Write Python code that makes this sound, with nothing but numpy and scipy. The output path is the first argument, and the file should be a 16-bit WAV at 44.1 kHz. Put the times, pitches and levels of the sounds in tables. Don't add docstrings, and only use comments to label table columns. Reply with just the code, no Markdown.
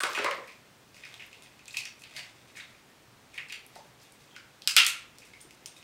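import sys
import numpy as np
from scipy import signal
from scipy.io import wavfile
from scipy.ndimage import uniform_filter1d

SR = 44100
rng = np.random.default_rng(int(sys.argv[2]) if len(sys.argv) > 2 else 0)


def put_to_file(sound):
    columns = np.atleast_2d(sound).T
    safe = np.clip(columns, -1, 1)
    whole_steps = np.round(safe * 32767)
    wavfile.write(sys.argv[1], SR, whole_steps.astype(np.int16))


def voltage_ratio(level):
    return 10 ** (np.asarray(level, float) / 20)


N = 257103


def evened(x):
    return x / np.sqrt(np.mean(x ** 2) + 1e-20)


def read(points, hz):
    point_hz, value = np.transpose(points)
    return np.interp(np.log(hz + 1), np.log(point_hz + 1), value)


def add(mix, start_s, sound):
    part = mix[max(round(start_s * SR), 0):][:len(sound)]
    part += sound[:len(part)]


def resonate(x, hz, width_hz):
    r = np.exp(-np.pi * np.clip(width_hz, 20, 12000) / SR)
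    turn = 2 * np.pi * min(hz, 18000) / SR
    return signal.lfilter([1 - r, 0, r - 1], [1, -2 * r * np.cos(turn), r * r], x)


def fracture(chance, spread_s):
    later_share = 0.69
    clicks = np.zeros(1500)
    later = (chance[:8] * spread_s * SR).astype(int) + 5
    size = 2 * chance[8:] - chance[8:].max()
    np.add.at(clicks, later, size * (1 - chance[:8]) * later_share)
    clicks[0] = 1
    return clicks


def ring(hz, share, lower_db, chance):
    hit = fracture(chance, spread_s=0.004)
    width_hz = share * hz
    upper = resonate(hit, hz, width_hz)
    lower = resonate(hit, 0.76 * hz, width_hz)
    pair = upper - voltage_ratio(lower_db) * lower
    push = resonate(hit, 0.39 * hz, 0.2 * hz)
    return resonate(pair, 0.95 * hz, 2.8 * hz) + voltage_ratio(-30) * push


def tick(hz, share, wide_db, chance):
    hit = fracture(chance, spread_s=0.0015)
    own = resonate(resonate(hit, hz, share * hz), hz, 4.2 * share * hz)
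    wide = resonate(resonate(hit, 8100, 9500), 4200, 6200)
    return evened(own) + voltage_ratio(wide_db) * evened(wide)


def place(events, make, share, second_db, lag_s=0.0, first_path=0):
    build_s = 0.0006
    out = np.zeros((4, N))
    chances = rng.random((len(events), 16))
    for k, ((start_s, peak_db, hz, room_db), chance) in enumerate(zip(events, chances)):
        sound = make(hz, share, second_db, chance)
        sound = voltage_ratio(peak_db) * sound / abs(sound).max()
        plain = evened(make(hz, share, second_db, 0 * chance))
        at_s = start_s + build_s + lag_s
        add(out[0], at_s, sound)
        add(out[1 + (k + first_path) % 3], at_s, voltage_ratio(room_db) * plain * np.std(sound))
    return out


def hiss(patchy_db=0.5):
    # frequency in Hz, density in dB per Hz.
    density = [(26, -25), (50, -18), (62, -4), (80, -29), (100, -9), (122, 0), (150, -7.5), (250, -8),
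               (800, -12.5), (2400, -15.5), (9200, -25.5), (10200, -29.5), (15750, -30.5), (15950, -61)]
    frames, hz = N // 512 + 5, np.fft.rfftfreq(2048, 1 / SR)
    a, b, patches = rng.standard_normal((frames, 1025, 3)).T
    patches = uniform_filter1d(patches, size=20, axis=0)
    patches = evened(uniform_filter1d(patches, size=8, axis=1))
    z = (a + 1j * b) * voltage_ratio(read(density, hz)[:, None] + patchy_db * patches)
    noise = signal.istft(z, nperseg=2048, noverlap=1536)[1][:N]
    return voltage_ratio(-58.5) * evened(noise)


def crackle(per_s=900, uneven_db=4.0):
    # time in seconds, level in dB.
    strains = [
        [(0.0, -33.5), (0.14, -40.5), (0.224, -39.5), (0.516, -63), (0.6, -67)],
        [(0.95, -56), (1.138, -46.5), (1.286, -54), (1.438, -55), (1.646, -69)],
        [(1.894, -85), (2.186, -40), (2.328, -60), (2.8, -59)],
        [(3.3, -62), (3.376, -45), (3.508, -90), (3.74, -55.5), (3.9, -77)],
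        [(3.97, -75), (4.02, -55), (4.156, -65), (4.65, -71)],
        [(5.15, -59), (5.476, -64), (5.83, -60)],
    ]
    # frequency in Hz, width in Hz, level in dB.
    modes = [(745, 790, -8.5), (2080, 190, 4), (2600, 290, 1), (3500, 330, 1), (5070, 3000, -8),
             (8400, 8400, -17)]
    t, level = np.arange(N) / SR, np.zeros(N)
    for rows in strains:
        s, db = np.transpose(rows)
        level += voltage_ratio(np.interp(t, s, db, -150, -150))
    size = voltage_ratio(uneven_db * np.minimum(rng.exponential(1, N), 4))
    slips = size * (rng.random(N) < per_s / SR)
    slips *= rng.choice([-1.0, 1.0], N)
    body = np.zeros(N)
    for k, (hz, width_hz, db) in enumerate(modes):
        body += (-1) ** k * voltage_ratio(db) * resonate(slips, hz, width_hz)
    return voltage_ratio(-6.5) * level * evened(body)


def held_notes():
    # start in seconds, peak in dB, pitch in Hz, room share in dB.
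    notes_held = [(0.00298, -31, 1540, -7), (0.197, -33, 527, -2), (0.245, -35, 544, 2.5),
                  (4.765, -15, 1380, -2), (3.764, -38.5, 850, -9), (3.764, -44, 711, -9),
                  (3.785, -47, 580, -8), (3.803, -46, 900, -8), (0.176, -34, 430, -4),
                  (0.21, -34.5, 432, -3), (0.268, -30, 545, 0), (0.004, -31, 1150, 0),
                  (0.255, -27.5, 1063, -0.5), (0.055, -29, 1090, -4)]
    return place(notes_held, ring, share=0.064, second_db=-21, lag_s=0.001183)


def knocks():
    # start in seconds, peak in dB, pitch in Hz, room share in dB.
    knock_events = [(0.003, -23, 1460, -6), (0.118, -32, 1480, 0), (0.13, -37, 1110, 4.5),
                    (0.173, -23.5, 1450, 3), (0.243, -18.5, 1042, -3), (0.261, -21, 1220, -2.5),
                    (0.313, -37, 1670, 0), (1.742, -49, 1140, 2), (2.167, -46, 1500, -3),
                    (3.7585, -38.5, 810, -11), (4.673, -26.5, 1600, -0.5)]
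    return place(knock_events, ring, share=0.25, second_db=-8.5, lag_s=0.0012)


def thumps():
    # start in seconds, peak in dB, pitch in Hz, room share in dB.
    thump_events = [(0.003, -45, 540, 1), (0.032, -28.5, 575, 0), (0.099, -39, 507, -1),
                    (0.195, -26.5, 490, -6.5), (0.243, -28.5, 525, -2.5), (0.367, -39.5, 540, 4),
                    (3.757, -49, 480, -2), (5.447, -48.5, 408, -9)]
    return place(thump_events, ring, share=0.6, second_db=0.01, lag_s=0.00198)


def pings():
    # start in seconds, peak in dB, pitch in Hz, room share in dB.
    ping_events = [(0.0034, -35, 2430, -14), (0.177, -27, 2660, 1.5), (1.682, -36, 2530, 0),
                   (1.7394, -40, 2500, 6), (1.7689, -22.5, 2534, 0), (2.0188, -46, 2590, 0),
                   (2.146, -49, 2560, 6), (2.155, -45, 2100, 3), (2.1925, -30, 2840, -2),
                   (2.603, -45.5, 3500, 3.5), (2.606, -48, 3700, 5), (2.566, -43, 2300, 6),
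                   (2.6, -43, 1950, 1), (2.7482, -47, 2420, -6), (2.8913, -55.5, 1840, 4),
                   (3.7554, -47, 2100, -1), (4.363, -39.5, 1480, -1), (4.7756, -10.5, 3060, -1.5),
                   (4.7815, -10.5, 2750, 4), (5.3354, -40.5, 2180, 0), (5.7645, -49, 2500, 2),
                   (5.7645, -50, 3670, 3), (4.7695, -11.5, 3360, 3), (0.5, -49, 2420, 6)]
    return place(ping_events, ring, share=0.066, second_db=-22)


def specks():
    # start in seconds, peak in dB, pitch in Hz, room share in dB.
    speck_events = [(0.0037, -24.5, 8500, 2.5), (0.89, -51, 5820, -7), (1.7994, -44, 5500, -4),
                    (4, -45, 5210, -11), (4.7684, -13.5, 5700, 1), (4.878, -20, 7900, -6),
                    (4.78, -14, 5100, -4), (4.635, -45, 5000, 1.5), (3.487, -44, 5200, -6),
                    (3.492, -44, 4100, -6), (3.772, -45, 6000, 0), (5.8274, -52, 5660, -7),
                    (1.855, -29.5, 5700, -3), (4.6746, -15, 4900, -4), (2.166, -38, 4600, 7),
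                    (1.681, -32, 7400, -5)]
    return place(speck_events, tick, share=0.096, second_db=-4)


def ticks():
    # start in seconds, peak in dB, pitch in Hz, room share in dB.
    tick_events = [(0.0348, -11.5, 4100, -7.5), (0.188, -26, 4050, -11), (0.3093, -27, 4740, -9),
                   (0.944, -41.5, 4030, 2), (0.9652, -40, 5260, -1), (1.1412, -39, 4300, -6),
                   (1.2025, -42, 4990, -2), (1.5918, -42, 4300, -7), (1.6566, -33, 4670, -10),
                   (1.7697, -14.5, 4300, -1.5), (1.9917, -48, 7220, 12.5), (2.0194, -34, 7560, -6),
                   (2.1643, -27.5, 4270, 1), (2.4818, -48, 4770, 4), (2.56, -39, 6000, 6),
                   (2.5676, -39, 6700, 9), (3.3786, -39, 4080, -18), (3.4855, -40, 4880, -4),
                   (3.4974, -40, 4000, 3), (3.7554, -34.5, 4140, -0.5), (4.0142, -46, 5200, 8),
                   (4.2046, -47, 4100, 5.5), (4.6742, -2.5, 4200, -5), (5.3336, -45.5, 5020, 0),
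                   (5.4045, -41, 7000, 7), (5.5079, -36, 5000, -2), (5.5478, -44, 5800, -24),
                   (0.133, -24, 4480, -13), (2.1925, -41, 4500, -8)]
    return place(tick_events, tick, share=0.59, second_db=-0.019)


def splits():
    # start in seconds, peak in dB, pitch in Hz, room share in dB.
    split_events = [(0.0348, -19, 1980, -6), (0.1874, -21.5, 2180, 1), (0.3112, -22.5, 2000, 2),
                    (1.854, -30.5, 2510, 2), (2.0356, -42.5, 2600, 7.5), (2.2446, -44, 2020, 3),
                    (2.5693, -40, 2170, 8.5), (2.6, -43.5, 1800, 4.5), (2.598, -33.5, 2240, 1.5),
                    (3.5244, -27, 2540, 3), (4.7645, -9.5, 2540, 8.5), (4.8333, -14.5, 2730, -3),
                    (4.8657, -24, 2540, 8.5), (5.01, -42, 2600, 4), (5.659, -35, 3130, -3.5)]
    return place(split_events, ring, share=0.39, second_db=-3)


def taps():
    # start in seconds, peak in dB, pitch in Hz, room share in dB.
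    tap_events = [(0.2457, -20, 4700, -5.5), (0.5207, -42, 4830, -2), (1.0512, -36, 4900, -3.5),
                  (1.3293, -37.5, 4700, -13), (1.6795, -30, 6300, -6), (1.708, -35, 4250, -4),
                  (1.853, -24.5, 5200, -6), (2.0379, -34.5, 4300, -7), (4.1217, -37, 8600, -5),
                  (4.3632, -33.5, 4800, -2.5), (4.6199, -30, 4300, -6), (5.659, -22, 5660, -8),
                  (4.7754, -5.5, 3060, -16), (4.7812, -8, 3040, -16), (2.164, -29, 2900, -10),
                  (1.1407, -32, 3200, -12), (0.2441, -15, 2100, -12), (0.3119, -21, 2800, -17),
                  (0.0349, -12, 1300, -16), (3.378, -31, 2800, -6)]
    return place(tap_events, tick, share=0.34, second_db=-8.5)


def blows():
    # start in seconds, peak in dB, pitch in Hz, room share in dB.
    blow_events = [
        (0.035, -14, 1205, 1),
        (0.175, -29.5, 484, 2.6),
    ]
    return place(blow_events, ring, share=0.84, second_db=-13, lag_s=0.001483)


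def pins():
    # start in seconds, peak in dB, pitch in Hz, room share in dB.
    pin_events = [(1.2635, -42, 11500, -6), (3.6646, -32.5, 10800, -8), (3.8721, -49, 11200, -6),
                  (4.0342, -45, 11900, -4), (4.6743, -28, 10900, -12.5), (4.7645, -6, 10500, -13),
                  (4.8643, -14, 10900, -2), (0.099, -36, 13000, -2), (0.354, -47, 13000, -6),
                  (0.479, -46, 12000, -7), (5.416, -48, 14300, 0), (5.661, -45, 14400, -2)]
    return place(pin_events, tick, share=0.2, second_db=-22, first_path=1)


def snaps():
    # start in seconds, peak in dB, pitch in Hz, room share in dB.
    snap_events = [(0.1486, -25, 3920, 2), (0.474, -38.5, 5270, 1), (1.4228, -35, 8900, -4),
                   (1.727, -35.5, 4340, 7), (1.745, -36, 4600, 2.5), (3.3417, -41.5, 4100, 3),
                   (3.5236, -23, 4700, -4), (3.8454, -50, 6800, 4), (4.7653, 5, 4900, -6),
                   (4.8653, -1.5, 7900, -6.5), (5.1845, -30, 5630, -3.5), (5.7638, -45, 8000, 9),
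                   (4.8478, -12, 9000, -7), (5.25, -43.5, 9000, 7), (5.373, -48, 7000, -4),
                   (5.787, -48, 8000, -4)]
    return place(snap_events, tick, share=0.14, second_db=15)


def shell_rings():
    # start in seconds, peak in dB, pitch in Hz, room share in dB.
    ring_events = [(0.1494, -23.5, 2520, 5.5), (0.2443, -18.5, 2100, 3.5), (0.4776, -43, 2390, 9.5),
                   (0.9443, -45, 2590, -4), (0.9667, -40.5, 2470, -6), (0.9784, -43, 2690, -6),
                   (1.0356, -35, 2390, 3.5), (1.2237, -36, 2260, -14), (1.329, -39.5, 2790, 1),
                   (1.4594, -44, 2520, -2), (1.5933, -45, 2500, 2), (1.6561, -49, 3500, 6),
                   (1.7445, -29, 2500, 0), (2.164, -34, 2150, 5.5), (2.4845, -55, 2460, 8),
                   (2.552, -48.5, 2360, 12), (3.335, -45, 2400, 0), (3.3427, -41.5, 2330, 6),
                   (3.3824, -23.5, 2370, -1.5), (3.486, -44, 2150, 5), (3.4985, -34, 2700, 1),
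                   (3.5028, -34, 2550, 3), (4.363, -37.5, 2190, -2), (4.6194, -39.5, 3240, -3),
                   (4.675, -18.5, 2790, 1.5), (5.1846, -56, 2180, 0), (5.2175, -48, 2530, 9.5),
                   (5.4048, -49.5, 3490, 1), (5.5079, -40, 2780, -5), (5.826, -44, 2800, 6)]
    return place(ring_events, ring, share=0.13, second_db=-6.5)


def slips():
    # start in seconds, peak in dB, pitch in Hz, room share in dB.
    slip_events = [(1.0507, -51.5, 2090, 8.5), (1.1417, -38, 3500, -4), (1.1964, -35, 2970, 3.5),
                   (1.2032, -36.5, 2780, 5.5), (1.7986, -39, 2380, -5), (3.378, -30.5, 2640, 6.5),
                   (4.305, -58, 3150, 2), (4.351, -46, 3050, 9)]
    return place(slip_events, ring, share=0.2, second_db=1.6)


def chips():
    # start in seconds, peak in dB, pitch in Hz, room share in dB.
    chip_events = [(1.434, -46, 9350, -3), (4.31, -50, 3200, 4), (5.4125, -39, 9250, -4),
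                   (5.4135, -40, 8700, -4), (5.66, -38, 9400, -2), (5.661, -38, 8750, -2)]
    return place(chip_events, ring, share=0.035, second_db=-25)


def room(feeds):
    # frequency in Hz, 60 dB decay time in seconds.
    decay = [(300, 0.34), (1000, 0.56), (2800, 0.4), (7000, 0.34), (14000, 0.22)]
    # frequency in Hz, gain in dB.
    colour = [(300, 0.5), (1000, 3.5), (2500, -1.5), (5000, 2), (9000, 0.5), (15000, 1.5)]
    # delay in seconds, level in dB.
    echoes = [(.0032, -2), (.0058, -17), (0.0092, -7.5), (0.0196, -9.5), (0.026, -18), (.031, -28)]
    impulses, age_s = np.zeros((3, SR)), np.arange(SR) / SR
    at = np.arange(60, SR - 10, 10) + rng.integers(0, 10, (3, (SR - 61) // 10))
    np.put_along_axis(impulses, at, rng.standard_normal(at.shape), axis=1)
    impulses *= (1 - np.exp(-age_s / 0.00065)) * (1 + 0.34 * np.exp(-age_s / 0.049))
    for delay_s, db in echoes:
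        impulses[:, round(delay_s * SR)] += 3.6 * voltage_ratio(db)
    hz, t, z = signal.stft(impulses, SR, nperseg=128)
    z *= voltage_ratio(read(colour, hz)[:, None] - 60 * t / read(decay, hz)[:, None])
    tails = signal.istft(z, SR, nperseg=128)[1]
    tails = tails / np.linalg.norm(tails[0])
    return signal.fftconvolve(feeds, tails, axes=1)[:, :N].sum(axis=0)


def microphone(x):
    # frequency in Hz, gain in dB.
    response = [(150, 1.5), (1300, -3), (1800, -3), (2120, -1.5), (2330, -1.5), (2600, -0.5), (3000, -1),
                (4000, 0.5), (4900, 0), (6500, -2), (9200, -1), (10200, -4), (16000, 0)]
    hz = abs(np.fft.fftfreq(4096, 1 / SR))
    log_gain = np.log(voltage_ratio(read(response, hz)))
    impulse = np.fft.ifft(np.exp(np.conj(signal.hilbert(log_gain)))).real[:1024]
    return signal.oaconvolve(x, impulse)[:N]


def scene():
    parts = held_notes() + knocks() + thumps() + pings() + specks()
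    parts += ticks() + splits() + taps() + blows() + pins()
    parts += snaps() + shell_rings() + slips() + chips()
    fine = crackle()
    parts[1] += voltage_ratio(-6.5) * fine
    low_pass = signal.firwin(255, 15850, fs=SR)
    wet = signal.oaconvolve(room(parts[1:]), low_pass, "same")
    return (microphone(parts[0] + fine + voltage_ratio(4.0) * wet) + hiss())[None]


def top_cut(x):
    return signal.sosfilt(signal.butter(12, 16670, fs=SR, output="sos"), x)


def record(dry):
    started = np.arange(N) > 0.0035 * SR
    over = dry - np.clip(dry, -0.97, 0.97)
    clipped = dry - signal.lfilter(*signal.butter(2, 500, "high", fs=SR), over)
    edge = signal.firwin(255, 16500, window=("kaiser", 8), fs=SR)
    limited = signal.oaconvolve(clipped * started, edge[None], "same")
    return top_cut(np.clip(limited, -1, 1))


dry = scene()
out = record(dry)
put_to_file(out)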